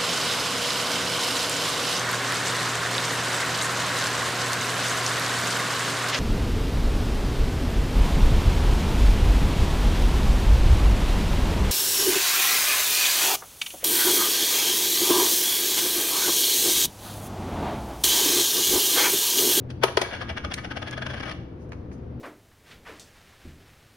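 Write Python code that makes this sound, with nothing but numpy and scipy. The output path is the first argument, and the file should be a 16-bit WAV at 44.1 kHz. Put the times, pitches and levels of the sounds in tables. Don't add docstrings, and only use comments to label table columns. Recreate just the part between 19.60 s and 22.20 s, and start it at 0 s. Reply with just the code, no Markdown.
import sys
import numpy as np
from scipy import signal
from scipy.fft import rfft, irfft
from scipy.io import wavfile

SR = 44100
rng = np.random.default_rng(int(sys.argv[2]) if len(sys.argv) > 2 else 0)


def generate_wav(signal):
    frames = np.transpose(np.atleast_2d(signal))
    scaled = np.clip(frames, -1, 1) * 32767
    pcm = np.round(scaled).astype(np.int16)
    wavfile.write(sys.argv[1], SR, pcm)


N = 114660
TIME = np.arange(N) / SR
FREQS = np.maximum(np.fft.rfftfreq(N, 1 / SR), 1)
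BOX_CONTACT_HZ = 4940
RIGHT_LAG_S = 0.0001968

# (middle [s], level [dB], half-width [s], pitch of the box floor [Hz])
ROLLS = [(.106, -42.5, 0.0069, 1655), (0.232, -24.5, 0.0056, 1500), (0.284, -24.5, 0.0051, 1690),
         (0.438, -28, 0.022, 1660), (0.511, -34, 0.0074, 1600), (0.542, -26, 0.016, 1615),
         (0.62, -26.5, 0.0079, 1660), (.700, -26.5, 0.0075, 1790), (0.777, -25, 0.0055, 1660),
         (0.85, -24.5, 0.0044, 1450), (0.921, -28.5, 0.0068, 1700), (0.986, -31, 0.0082, 1760),
         (1.05, -28.5, 0.0057, 1790), (1.116, -28, 0.0058, 1548), (1.172, -26, 0.006, 1593),
         (1.227, -26.5, 0.0045, 1640), (1.28, -31.5, 0.011, 1694), (1.332, -30.5, 0.0082, 1692),
         (1.379, -28.5, 0.0061, 1526), (1.425, -25, 0.0045, 1573), (1.467, -26.5, 0.0057, 1581),
         (1.506, -31, 0.0088, 1558), (1.541, -31, 0.0069, 1730), (1.574, -33, 0.012, 1611),
         (1.606, -26.5, 0.0042, 1680), (1.634, -26.5, 0.0048, 1580), (1.66, -33, 0.0073, 1607),
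         (1.684, -32.5, 0.0081, 1437), (1.698, -32, 0.0052, 1578), (1.715, -29.5, 0.004, 1720),
         (1.725, -34.5, 0.003, 1500)]
# (pitch [Hz], fade time [s], level when struck [dB], level when rolled on [dB], left minus right [dB])
BOX_TONES = [(361.7, 0.061, -0.5, -3, 8), (409, 0.042, -1.5, -14, 3), (666.6, 0.049, -1, -2.5, 13.5),
             (828, 0.12, -19.5, -17, 16.5), (902, 0.059, -8.5, -15.5, 4), (1006, 0.044, -10.5, -20, 29),
             (1270, 0.042, -7.5, -4, 12.5), (1552, 0.0097, -1.5, 2, 21), (1585, 0.034, -19, -2, 4.5),
             (2275, 0.064, -22, -5.5, 16), (2816, 0.03, -9, 1, 4), (3014, 0.02, -9.5, -9.5, -13),
             (3368, 0.035, -6.5, -2.5, -12.5), (4417, 0.031, -9.5, -4, -6)]
# (frequency [Hz], left minus right [dB])
WALL_BALANCE = [(200, -0.5), (600, 22), (1300, 15), (2300, -4), (3400, 10), (5000, -0.5), (14000, 0)]
# (frequency [Hz], likeness [1 = same, 0 = unrelated])
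WALL_LIKENESS = [(200, 0.27), (700, 0.96), (1500, 0.7), (4500, 0.23), (7600, 1), (10000, 0.77)]
# (frequency [Hz], likeness [-1 or less = opposite])
ROOM_LIKENESS = [(200, 1), (700, 0.5), (1300, 0.23), (2400, -0.028), (6500, -0.11), (7600, -2.3),
                 (9500, 0.44)]


def strikes():
    # (time [s], click [dB], box ring [dB], coin ring [dB], treble cut [Hz], bass cut [Hz])
    blows = [(0.1032, -30.5, -56, -48, 6140, 1410), (.2335, -2.5, -32, -64, 1900, 1610),
             (.2360, -8.5, -19.5, -41, 13200, 746), (0.238, -27, -15, -65, 1870, 360),
             (0.3704, -9.5, -29.5, -56, 8500, 700), (0.3724, -16, -12.5, -59, 5000, 250),
             (0.4146, -11.5, -43, -39, 11000, 1080), (0.416, -15.5, -19.5, -40, 7900, 800)]
    # (pitch [Hz], level [dB], fade time [s])
    coin_tones = [(7040, -26, 0.17), (9240, -8, 0.146), (9520, -14, .12), (12800, -13.5, .14),
                  (15100, -6.5, .14), (15400, -6, .13)]
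    # (frequency [Hz], level [dB])
    click_tone = [(290, -20), (380, 15.5), (620, 7.5), (820, -3), (1500, 2), (1950, 6), (3300, 1),
                  (3800, -1), (4500, 2), (6000, -3.5), (7600, -12), (9800, -8.5), (13000, -14.5),
                  (16000, -45)]
    walls = colour(noise_pair(), click_tone, WALL_LIKENESS, at_hz(WALL_BALANCE, FREQS), RIGHT_LAG_S)
    impacts, on_box, on_coin = 0, 0, 0
    for s, click_db, box_db, coin_db, treble_hz, bass_hz in blows:
        click = from_db(click_db) * walls * rising(s, rise_s=0.00094) * dying(s, t60=0.045)
        crack = from_db(click_db + 8) * walls * dying(s, t60=0.002)
        impacts += lowpass(highpass(click, bass_hz) + highpass(crack, hz=9000), treble_hz)
        on_box += lowpass(clicks([s], box_db), treble_hz)
        on_coin += lowpass(clicks([s], coin_db), treble_hz)
    box = box_ring(lowpass(on_box, BOX_CONTACT_HZ), [tone[2] for tone in BOX_TONES])
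    coin = sum(from_db(db) * ring(on_coin, hz, t60) for hz, db, t60 in coin_tones)
    return impacts + box + coin


def rolling():
    # (frequency [Hz], level [dB])
    rub_tone = [(200, -20.5), (600, 2), (1000, -3.5), (1800, 2.5), (3300, -0.5), (3800, -11), (5500, -8.5),
                (7600, -28), (9800, -22.5), (12500, -37), (16000, -61)]
    # (time [s], level [dB])
    ring_levels = [(.5, -0.5), (1.0, 1), (1.45, -1), (1.62, -3.5), (1.72, -2)]
    taps_per_s, spread_db = 1600, 3
    pressure = rim_pressure()
    sizes = from_db(spread_db * np.clip(rng.standard_normal((3, N)), -2, 2))
    signs = rng.choice([-1, 1], (3, N))
    taps = (rng.random((3, N)) < taps_per_s / SR) * sizes * signs
    rub = colour(taps[:2], rub_tone, WALL_LIKENESS, at_hz(WALL_BALANCE, FREQS), RIGHT_LAG_S)
    ticks = rim_ticks(rub_tone)
    levels_db = [tone[3] + 8 * np.tanh(drift(hz=10)) for tone in BOX_TONES]
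    force = lowpass(taps[2], BOX_CONTACT_HZ)
    hollow = from_db(-8.5) * box_ring(force * pressure, levels_db) / np.std(box_ring(force, levels_db))
    floor = from_db(-7.5) * pan(db=5) * box_floor(force)
    ring_gain = from_db(np.interp(TIME, *np.transpose(ring_levels)))
    return from_db(-5) * pressure * rub + ticks + (hollow + floor) * ring_gain


def rim_pressure():
    early_s = 0.003
    slaps = sum(from_db(db - 11.5) * dying(s - early_s, t60=0.013) for s, db, _, _ in ROLLS)
    skipping = from_db(np.tanh(drift(hz=250)))
    return (swells([row[:3] for row in ROLLS]) + lowpass(slaps, hz=404)) * skipping


def rim_ticks(tone, per_wobble=2, spread_db=5.5, t60=0.0082):
    hiss = highpass(colour(noise_pair(), tone, WALL_LIKENESS, 0, RIGHT_LAG_S), hz=2500)
    middle, db, width, _ = np.repeat(ROLLS, per_wobble, axis=0).T
    offset, size = rng.uniform(-1.1, 1, (len(middle), 2)).T
    hits = clicks(middle + offset * width, db - 3 + spread_db * size)
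    fades = signal.lfilter([1], [1, -np.exp(-np.log(1000) / (t60 * SR))], hits + 1e-18)
    return lowpass(hiss * lowpass(fades, hz=1820), hz=6500)


def box_ring(force, levels_db):
    return sum((-1) ** k * from_db(db) * pan(side) * ring(force, hz, t60)
               for k, ((hz, t60, _, _, side), db) in enumerate(zip(BOX_TONES, levels_db)))


def box_floor(force, t60=0.024):
    spots = sum(ring(force * swells([(s, db, width)]), hz, t60) for s, db, width, hz in ROLLS)
    return spots / np.std(ring(force, ROLLS[0][3], t60))


def snaps():
    # (time [s], level [dB], fade time [s], share sent to the room [0 to 1])
    events = [(0.9361, -28.5, 0.019, 1.0), (0.9399, -18, 0.022, 0.51), (1.3103, -27.5, 0.012, .15),
              (2.092, -53, .012, .5), (2.1207, -46, 0.01, .5)]
    # (frequency [Hz], level [dB])
    snap_tone = [(1000, -20), (1800, 7.5), (3000, 2), (6400, 3), (8800, -3.5), (11000, -12.5), (15000, -24),
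                 (16000, -32)]
    hiss = colour(noise_pair(), snap_tone, WALL_LIKENESS, 0, RIGHT_LAG_S)
    direct, to_room = 0, 0
    for s, db, t60, share in events:
        snap = from_db(db) * hiss * rising(s, rise_s=0.00076) * dying(s, t60)
        direct += snap
        to_room += share * snap
    return direct, to_room


def bumps(hz=81.8):
    # (middle [s], level [dB], half-width [s])
    rocks = [(.715, -32.5, 0.037), (.856, -27, 0.0092)]
    return swells(rocks) * np.sin(2 * np.pi * hz * TIME)


def banknote():
    # (time [s], level [dB], fade time [s])
    crinkles = [(2.12, -34, 0.034), (2.131, -37.5, 0.023), (2.316, -48.5, 0.061)]
    # (middle [s], level [dB], half-width [s])
    slides = [(2.025, -68.5, 0.016), (2.335, -61, 0.0095)]
    # (frequency [Hz], level [dB])
    crinkle_tone = [(300, -29), (700, 0), (1200, 5.5), (2400, -0.5), (3500, -13), (6000, -15), (11000, -37),
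                    (16000, -51)]
    slide_tone = [(500, -8), (2000, -11), (6000, 5), (10000, -7), (13000, -17), (16000, -37)]
    paper = colour(noise_pair(), crinkle_tone, ROOM_LIKENESS, 0)
    rustle = colour(noise_pair(), slide_tone, ROOM_LIKENESS, 0)
    bursts = sum(from_db(db) * dying(s, t60) for s, db, t60 in crinkles)
    return paper * lowpass(bursts, hz=1500) + rustle * swells(slides)


def room(x, build_s=0.0042):
    # (frequency [Hz], fade time [s])
    fade_times = [(200, 0.44), (1000, 0.51), (3000, 0.61), (6000, 0.53), (10000, 0.3), (16000, 0.25)]
    # (frequency [Hz], level [dB])
    echo_levels = [(200, -12.5), (500, -9), (1500, -7), (4000, -7), (7500, -3.5), (10000, -3),
                   (16000, -19.5)]
    edges, tail = np.geomspace(150, 17000, 13), 0
    t, white = TIME[:SR], rng.standard_normal((2, 2, SR))
    for k, (low, high) in enumerate(zip(edges, edges[1:])):
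        hz = np.sqrt(low * high)
        shape = from_db(-60 * t / at_hz(fade_times, hz)) * (1 - np.exp(-t / build_s))
        band = signal.sosfilt(signal.butter(2, [low, high], "band", fs=SR, output="sos"), white[k % 2])
        tail += band * shape / np.linalg.norm(shape) * from_db(at_hz(echo_levels, hz))
    tail = irfft(stereo(tail, ROOM_LIKENESS, 0), N)[:, :SR]
    return signal.fftconvolve(x[:1] / 2, tail, axes=1)[:, :N]


def background(hum_hz=122.8, wander_hz=4.56, overtone_hz=495):
    # (frequency [Hz], level [dB])
    rumble_tone = [(25, -9.5), (42, -39), (62, 4), (85, 3.5), (105, -3.5), (160, -4), (300, -4.5),
                   (480, -14), (800, -22), (1600, -32), (3200, -43.5), (6000, -54.5), (8000, -73),
                   (10500, -61), (16000, -79)]
    # (frequency [Hz], likeness [1 = same])
    rumble_likeness = [(60, 1), (250, 0.99), (800, 0.046), (2500, 0.12), (10000, 0.75)]
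    left_db = 2.5
    rumble = from_db(-38) * colour(noise_pair(), rumble_tone, rumble_likeness, left_db)
    phase = 2 * np.pi * np.cumsum(hum_hz + wander_hz * drift(hz=7.8)) / SR
    hum = from_db(-42.5) * rms_one(np.sin(phase) * (1 + 0.54 * drift(hz=4.4)))
    overtone = from_db(-56.5) * rms_one(np.sin(2 * np.pi * overtone_hz * TIME))
    return rumble + pan(left_db) * (hum + overtone)


def from_db(db):
    return 10 ** (np.asarray(db) / 20)


def rms_one(x):
    return x / np.sqrt(np.mean(x ** 2) + 1e-20)


def at_hz(points, hz):
    f, value = np.transpose(points)
    return np.interp(np.log(hz), np.log(f), value)


def pan(db):
    return from_db(np.array([[.5], [-.5]]) * db)


def lowpass(x, hz):
    return signal.sosfilt(signal.butter(2, hz, fs=SR, output="sos"), x + 1e-18)


def highpass(x, hz):
    return signal.sosfilt(signal.butter(1, hz, "high", fs=SR, output="sos"), x)


def noise_pair():
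    return rng.standard_normal((2, N))


def drift(hz):
    return rms_one(irfft(rfft(rng.standard_normal(N)) / (1 + (FREQS / hz) ** 2), N))


def rising(s, rise_s):
    return 1 - np.exp(-np.maximum(TIME - s, 0) / rise_s)


def dying(s, t60):
    return (TIME >= s) * from_db(-60 * np.maximum(TIME - s, 0) / t60)


def swells(rows, roundness=1.46):
    return np.sqrt(sum(from_db(db) ** 2 * np.exp(-np.minimum(np.abs((TIME - s) / width) ** roundness, 20))
                       for s, db, width in rows))


def ring(x, hz, t60):
    decay, step = np.exp(-np.log(1000) / (t60 * SR)), 2 * np.pi * hz / SR
    return signal.lfilter([0, np.sin(step)], [1, -2 * decay * np.cos(step), decay ** 2], x + 1e-18)


def clicks(times, db):
    out = np.zeros(N)
    out[(np.asarray(times) * SR).astype(int)] = from_db(db)
    return out


def colour(pair, tone, likeness, pan_db, lag_s=0):
    return rms_one(irfft(stereo(pair, likeness, lag_s) * from_db(at_hz(tone, FREQS)) * pan(pan_db), N))


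def stereo(pair, likeness, lag_s):
    mid, side = rfft(pair, N)
    alike = np.clip(at_hz(likeness, FREQS), -1, 1)
    both = np.sqrt(1 + alike) * mid + np.sqrt(1 - alike) * side * [[1], [-1]]
    delay_s = lag_s / (1 + (2034 / FREQS) ** 10)
    return both * np.exp(-2j * np.pi * FREQS * delay_s * np.array([[0], [1]]))


def gain_control(x, limit_db=-14, share=0.39, recover_db_per_s=64.5, attack_s=0.061):
    over_db = np.maximum(20 * np.log10(np.abs(x).max(0) + 1e-9) - limit_db, 0)
    held_db = np.maximum.accumulate(over_db + recover_db_per_s * TIME) - recover_db_per_s * TIME
    smooth = np.exp(-1 / (attack_s * SR))
    return x * from_db(-share * signal.lfilter([1 - smooth], [1, -smooth], held_db))


def scene():
    direct = strikes() + rolling() + banknote()
    snap, snap_to_room = snaps()
    return direct + snap + room(direct + snap_to_room) + bumps() + background()


def record(dry):
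    treble_cut = signal.ellip(10, .1, 80, 16100, fs=SR, output="sos")
    return signal.sosfilt(treble_cut, np.tanh(gain_control(dry)))


dry = scene()
out = record(dry)
generate_wav(out)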